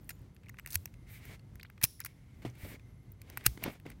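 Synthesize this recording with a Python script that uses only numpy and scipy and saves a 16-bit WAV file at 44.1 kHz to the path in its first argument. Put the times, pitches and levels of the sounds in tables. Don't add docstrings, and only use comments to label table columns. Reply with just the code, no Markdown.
import sys
import numpy as np
from scipy import signal
from scipy.fft import rfft, irfft
from scipy.io import wavfile
from scipy.ndimage import uniform_filter1d

SR = 44100
rng = np.random.default_rng(int(sys.argv[2]) if len(sys.argv) > 2 else 0)


def field_ratio(decibels):
    return 10 ** (np.asarray(decibels, dtype=float) / 20)


def int16_out(signal):
    q = np.round(np.clip(np.atleast_2d(signal).T, -1, 1) * 32767)
    wavfile.write(sys.argv[1], SR, q.astype(np.int16))


N = 176400

# (frequency [Hz], level [dB])
AIR_SPECTRUM = [(25, -30), (45, -0.5), (117, -1), (270, -14), (600, -28), (1400, -34.5), (4500, -43),
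                (16000, -52.5)]
# (frequency [Hz], width [Hz], level [dB])
WHINES = [(2080, 160, -84), (6100, 70, -96), (10380, 90, -95), (11650, 60, -95), (117.5, 20, -62.5)]
# (start [s], length [s], hiss level [dB], scrape level [dB], share of the length spent swelling [0-1])
RUBS = [(1.058, 0.17, -60, -68, 0.34), (1.154, 0.23, -58.5, -65.5, 0.49), (1.287, 0.02, -71, -55, .4),
        (1.304, 0.066, -59, -53.5, 0.21), (1.992, 0.91, -73.5, -76, 0.1), (2.419, 0.036, -60, -54, .05),
        (2.449, 0.041, -53, -46.5, 0.034), (2.471, .05, -66, -59, .3), (2.531, 0.25, -55.5, -55, 0.83),
        (2.637, 0.037, -73, -53, 0.5), (3.158, 0.4, -64.5, -60, 0.58), (3.578, 0.22, -56, -52.5, 0.36),
        (3.618, 0.02, -70, -48, 0.44), (3.637, 0.079, -72, -42, 0.42), (3.85, 0.093, -61.5, -52, 0.085)]
# (start [s], length [s], level [dB], share spent swelling [0-1])
SKIMS = [
    (0, 0.23, -76, 0.41),
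    (2.328, 0.23, -77, 0.62),
    (0.761, 0.14, -71.5, .1),
    (1.076, 0.14, -63.5, 0.44),
    (1.22, 0.12, -65.5, 0.45),
    (2.56, 0.21, -59, 0.58),
    (3.657, .09, -66, 0.82),
]
# (frequency [Hz], level [dB])
HISS_SPECTRUM = [(500, -41.5), (1900, -6.5), (2200, -1), (2550, -10.5), (5500, -19.5), (9000, -21.5),
                 (14000, -24.5), (16000, -27)]
SCRAPE_SPECTRUM = [(60, -22.5), (120, 9), (300, 4), (700, -3.5), (1400, -11), (3300, -16), (6000, -28),
                   (16000, -70.5)]
SKIM_SPECTRUM = [(5000, -30), (8500, -1.5), (10000, -7), (11300, 3), (12300, 0), (14500, 4), (16000, -2)]
# (time [s], peak level [dB], pitch [Hz], time to fall 60 dB [s])
THUDS = [(.757, -31.5, 87.2, 0.22), (1.838, -23, 121, 0.039), (2.4495, -28, 322, 0.04),
         (2.461, -35, 120.2, 0.21), (3.6575, -45, 300, 0.011), (3.6648, -27, 320, 0.0082),
         (3.669, -41, 230, 0.016), (3.678, -24.5, 264, 0.023), (2.634, -36.5, 87.6, 0.12),
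         (2.651, -34, 280, 0.012), (2.743, -32.5, 249, 0.015), (3.463, -29, 117, 0.12),
         (3.478, -30.5, 60.4, 0.19), (3.575, -33, 268, 0.0173), (3.862, -26, 316, 0.01),
         (3.464, -9.5, 380, 0.0039)]
# (frequency [Hz], width [Hz], level [dB])
SHACKLE_HUMS = [(5500, 760, -61), (10300, 550, -58), (12000, 280, -65)]
# (time [s], level [dB], pitch [Hz], time to fall 60 dB [s])
KEY_RINGS = [
    (.106, -64, 7000, .2),
    (1.252, -50, 13300, .03),
]
# (time [s], level [dB], pitch [Hz], time to fall 60 dB [s])
PINGS = [
    (.598, -68, 7700, 0.077),
    (3.6382, -20, 2310, 0.007),
    (3.4405, -50, 12000, .025),
    (1.838, -19, 2330, 0.011),
]
# (time [s], level [dB], pitch [Hz])
TICKS = [(.012, -60, 14500), (.0194, -58, 13500), (.031, -60, 14000), (0.044, -54.5, 9500),
         (.053, -60, 14000), (.0757, -56, 14500), (.131, -59, 10000), (.135, -60, 14500),
         (.152, -58, 13500), (.192, -62, 12500), (.2179, -60, 12000), (3.119, -44, 15000),
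         (0.3463, -56.5, 11000), (.352, -61, 13000), (.444, -60, 2300), (.466, -51, 2200),
         (0.4968, -48, 6760), (0.4959, -42, 1940), (0.6478, -51, 2000), (.7135, -36, 8950),
         (.773, -45, 8000), (0.8558, -35.5, 5980), (1.394, -58.5, 4300), (1.6105, -47.5, 4000),
         (1.631, -44, 4830), (1.655, -58, 4200), (1.664, -58, 2980), (1.995, -49, 2000),
         (2.0135, -42, 5200), (2.0385, -48, 5300), (2.07, -50, 12000), (2.499, -52.5, 6200)]
# (start [s], length [s], level [dB])
GRINDS = [
    (0.489, 0.014, -61),
    (.58, 0.017, -59),
    (0.664, .04, -53),
    (0.695, 0.068, -49),
    (1.82, .03, -47),
    (3.443, 0.015, -52),
]
# (time [s], peak level of the ring [dB], level of the body [dB], time the chatter takes to fall 60 dB [s])
KEY_IN = [(0.0918, -24, -41, 0.023), (0.1034, -31.5, -45.5, 0.03), (0.3646, -56, -56.5, 0.0078),
          (0.4326, -72, -63, 0.032), (0.4596, -58, -59, 0.015), (0.4841, -62, -52.5, 0.011),
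          (0.4928, -34.5, -49.5, 0.011), (0.542, -51, -52.5, 0.016), (0.5691, -63.5, -57, 0.011),
          (0.5859, -54, -42, 0.014), (0.5958, -33, -41.5, 0.0092), (0.6612, -25.5, -37, 0.0053),
          (0.6725, -31, -47, 0.017), (0.7035, -30, -80, 0.025), (0.7222, -28.5, -64, 0.012),
          (0.7287, -25.5, -61, 0.023), (0.7375, -33, -62.5, 0.011), (0.7425, -21.5, -54, 0.024),
          (0.7508, -24.5, -43.5, 0.011), (0.755, -7, -27.5, 0.0079), (0.857, -23.5, -42, 0.0043),
          (0.8752, -53, -58, 0.012), (0.9393, -64, -55, 0.015)]
KEY_TURN = [(1.2505, -42, -54.5, 0.02), (1.394, -57, -60, 0.011), (1.5557, -38, -53, 0.005),
            (1.5962, -50, -48, 0.022), (1.63, -34.5, -45, 0.012), (1.6481, -56, -48.5, 0.026),
            (1.699, -42, -49.5, 0.01), (1.7777, -63, -54, 0.013), (2.0028, -20.5, -43, 0.0081),
            (2.0055, -41, -44.5, 0.016), (2.0135, -48, -50.5, 0.032), (2.048, -20, -39, 0.011),
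            (2.058, -27, -52, 0.027), (2.0602, -31, -44, 0.02), (2.5524, -50, -60, 0.016),
            (2.7951, -71, -56.5, 0.014)]
SHUT = [(3.2163, -35.5, -51, 0.011), (3.2991, -32, -49, 0.011), (3.3724, -19.5, -32, 0.017),
        (3.409, -56, -51, 0.019), (3.574, -65, -46, 0.015), (3.6332, -31, -56, 0.0093),
        (3.6379, -16, -34.5, 0.013), (3.7988, -46.5, -55.5, 0.0087), (3.8627, -49, -48, 0.019),
        (3.9, -37, -50, 0.017), (3.9137, -69, -57, 0.04)]
SNAPS = [(1.813, -32.5, -44, 0.027), (3.4397, -42, -52.5, .018), (1.8266, -20, -39, 0.01),
         (3.4465, -62, -44.5, 0.018), (3.452, -35.5, -45, 0.029), (1.8338, -9.5, -39.5, 0.014),
         (1.8368, -7.5, -29.5, 0.012), (1.8385, -0.5, -28.5, 0.014), (1.8422, -10.5, -38.5, 0.0044),
         (1.8454, -13.5, -39, 0.024), (1.8511, -25.5, -49.5, 0.01), (3.4583, -18.5, -34.5, 0.01),
         (3.4608, -13.5, -31, 0.025), (3.4631, -2, -23, 0.0068), (3.4637, 1.5, -18, 0.011),
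         (3.466, -13.5, -29.5, 0.0052), (3.475, -31.5, -52, .02)]
# (frequency [Hz], width [Hz], level [dB])
PLATE_MODES = [(5360, 1200, 3.5), (7130, 400, -1.5), (6900, 180, -5.5), (9500, 43, -0.5), (9580, 580, -3.5),
               (13400, 76, 3), (12960, 500, 7), (14850, 91, 5.5), (15700, 1000, -10.5)]
BODY_MODES = [(1530, 600, 5), (2280, 820, 7.5), (2854, 190, 3.5), (3200, 5000, -9.5), (1010, 510, -6.5)]
# (frequency [Hz], level [dB])
TAIL_SPECTRUM = [(300, -28.5), (2200, -10.5), (3800, -5), (5400, -4), (8000, -7.5), (12000, -5.5),
                 (16000, -6)]

PLATE_WIDEN = 3.4
CRACK_DB = 0.5
HIT_SAMPLES = 4096


def unit(x):
    return x / np.sqrt(np.mean(x ** 2))


def grains(count, grit_db):
    return rng.standard_normal(count) * field_ratio(grit_db * rng.exponential(size=count))


def coloured(spectrum, grit_db=0):
    f = np.fft.rfftfreq(N, 1 / SR) + 1
    hz, db = np.array(spectrum, float).T
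    gain = field_ratio(np.interp(np.log(f), np.log(hz), db)) * (f < 15950)
    return unit(irfft(rfft(grains(N, grit_db)) * gain, N))


def walk(rate_hz):
    hold = int(SR / rate_hz)
    steps = np.repeat(rng.standard_normal(N // hold + 1), hold)
    smooth = uniform_filter1d(uniform_filter1d(steps, hold), hold)
    return unit(smooth[:N])


def modes(table, f, spread_db=0, widen=1):
    hz, width, db = np.array(table, float).T[:, :, None]
    luck = rng.standard_normal((len(hz), 1))
    width = width * widen
    sign = (-1.) ** np.arange(len(hz))[:, None]
    peaks = 1j * f * width / (hz ** 2 - f ** 2 + 1j * f * width)
    return (sign * field_ratio(db + spread_db * luck) * peaks).sum(0)


def hums(table):
    f, out = np.fft.rfftfreq(N, 1 / SR), np.zeros(N)
    for hz, width, db in table:
        noise = rfft(rng.standard_normal(N))
        out += field_ratio(db) * unit(irfft(noise * modes([(hz, width, 0)], f) ** 2, N))
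    return out


def add(out, start_s, x):
    i = int(start_s * SR)
    out[i:i + len(x)] += x[:N - i]


def decaying_tones(table, rise_s):
    out, t = np.zeros(N), np.arange(SR // 2) / SR
    for start, db, hz, t60 in table:
        fade = field_ratio(db - 60 * t / t60) * np.minimum(t / rise_s, 1)
        add(out, start, fade * -np.sin(2 * np.pi * hz * t))
    return out


def air():
    level_db = -53.5 + 1.2 * walk(3.9) + 1.3 * walk(14)
    rumble = field_ratio(level_db) * coloured(AIR_SPECTRUM)
    return rumble + hums(WHINES) * field_ratio(3.0 * walk(4.3))


def swell(start, length, share):
    peak = np.clip(share, .01, .95) * length
    rise_fall = np.interp(np.arange(N) / SR - start, [0, peak, length], [0, 1, 0])
    return np.sin(np.pi / 2 * rise_fall) ** 1.25


def rubbing():
    hiss, scrape, skim = np.zeros(N), np.zeros(N), np.zeros(N)
    for start, length, hiss_db, scrape_db, share in RUBS:
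        shape = swell(start, length, share)
        hiss += field_ratio(hiss_db) * shape
        scrape += field_ratio(scrape_db) * shape
    for start, length, db, share in SKIMS:
        skim += field_ratio(db) * swell(start, length, share)
    hiss *= field_ratio(2.2 * walk(53)) * coloured(HISS_SPECTRUM, 1.46)
    scrape *= field_ratio(3 * walk(160)) * coloured(SCRAPE_SPECTRUM, 2.6)
    skim *= field_ratio(2.2 * walk(28)) * coloured(SKIM_SPECTRUM, 1.4)
    return hiss + scrape + skim


def desk_thuds():
    return decaying_tones(THUDS, rise_s=0.0014)


def shackle_hum():
    t = np.arange(N) / SR - 1.845
    return hums(SHACKLE_HUMS) * (t > 0) * field_ratio(-60 * np.abs(t) / 0.66)


def metal_rings():
    return decaying_tones(KEY_RINGS, rise_s=0.00075) + decaying_tones(PINGS, rise_s=0.00075)


def ticks():
    out, t, f = np.zeros(N), np.arange(HIT_SAMPLES) / SR, np.fft.rfftfreq(HIT_SAMPLES, 1 / SR)
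    burst = np.minimum(t * 2000, 1) * field_ratio(-60 * t / .01)
    for start, db, hz in TICKS:
        hit = rfft(rng.standard_normal(HIT_SAMPLES) * burst)
        tick = irfft(hit * modes([(hz, .22 * hz, 0)], f) ** 2)
        add(out, start, field_ratio(db) * tick / np.abs(tick).max())
    return out


def grinding():
    t, f = np.arange(N) / SR, np.fft.rfftfreq(N, 1 / SR)
    push = np.zeros(N)
    for start, length, db in GRINDS:
        push += field_ratio(db) * np.interp(t - start, [0, 0.67 * length, length], [0, 1, 0])
    plates = modes(PLATE_MODES, f, 0, PLATE_WIDEN)
    response = plates + field_ratio(9) * modes(BODY_MODES, f) + field_ratio(CRACK_DB)
    response = response * f / (f + 900)
    return push * field_ratio(4 * walk(300)) * unit(irfft(rfft(grains(N, 3.5)) * response, N))


def clicks():
    out, t, f = np.zeros(N), np.arange(HIT_SAMPLES) / SR, np.fft.rfftfreq(HIT_SAMPLES, 1 / SR)
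    crack = field_ratio(CRACK_DB) * f ** 4 / (f ** 4 + 6600.0 ** 4)
    for table, spread_db in [(KEY_IN, 3), (KEY_TURN, 3), (SHUT, 3), (SNAPS, 1)]:
        for start, ring_db, body_db, t60 in table:
            rise = np.minimum(t / (0.13 * t60), 1)
            chatter = rise * field_ratio(-60 * (t / max(t60, .002)) ** 0.73)
            hit = rfft(grains(HIT_SAMPLES, 3) * chatter)
            ring = irfft(hit * (modes(PLATE_MODES, f, spread_db, PLATE_WIDEN) + crack))
            body = irfft(hit * modes(BODY_MODES, f, spread_db))
            ring *= field_ratio(ring_db - 15) / ring[:130].std()
            body *= field_ratio(body_db - 3.5) / body[:130].std()
            add(out, start, ring + body)
    return out


def room(x):
    t = np.arange(SR // 2) / SR
    early = field_ratio(-20.5 - 60 * t / 0.025) * np.minimum(t / 0.0065, 1)
    early = early * rng.standard_normal(len(t)) / 10
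    tail = field_ratio(-63 - 60 * t / 0.51) * np.minimum(t / 0.0082, 1)
    power = signal.fftconvolve(x ** 2, tail ** 2)[:N]
    return x + signal.fftconvolve(x, early)[:N] + np.sqrt(np.abs(power)) * coloured(TAIL_SPECTRUM)


def scene():
    metal = room(clicks() + grinding() + ticks() + metal_rings())
    return (metal + shackle_hum() + desk_thuds() + rubbing() + air())[None]


def roll_off(x):
    return signal.sosfilt(signal.butter(12, 17140, fs=SR, output="sos"), x)


def record(dry):
    limit = .6
    limited = limit * np.tanh(dry / limit)
    treble_cut = signal.ellip(8, .2, 60, 16250, fs=SR, output="sos")
    mix = signal.sosfilt(treble_cut, limited)
    return roll_off(mix)


dry = scene()
out = record(dry)
int16_out(out)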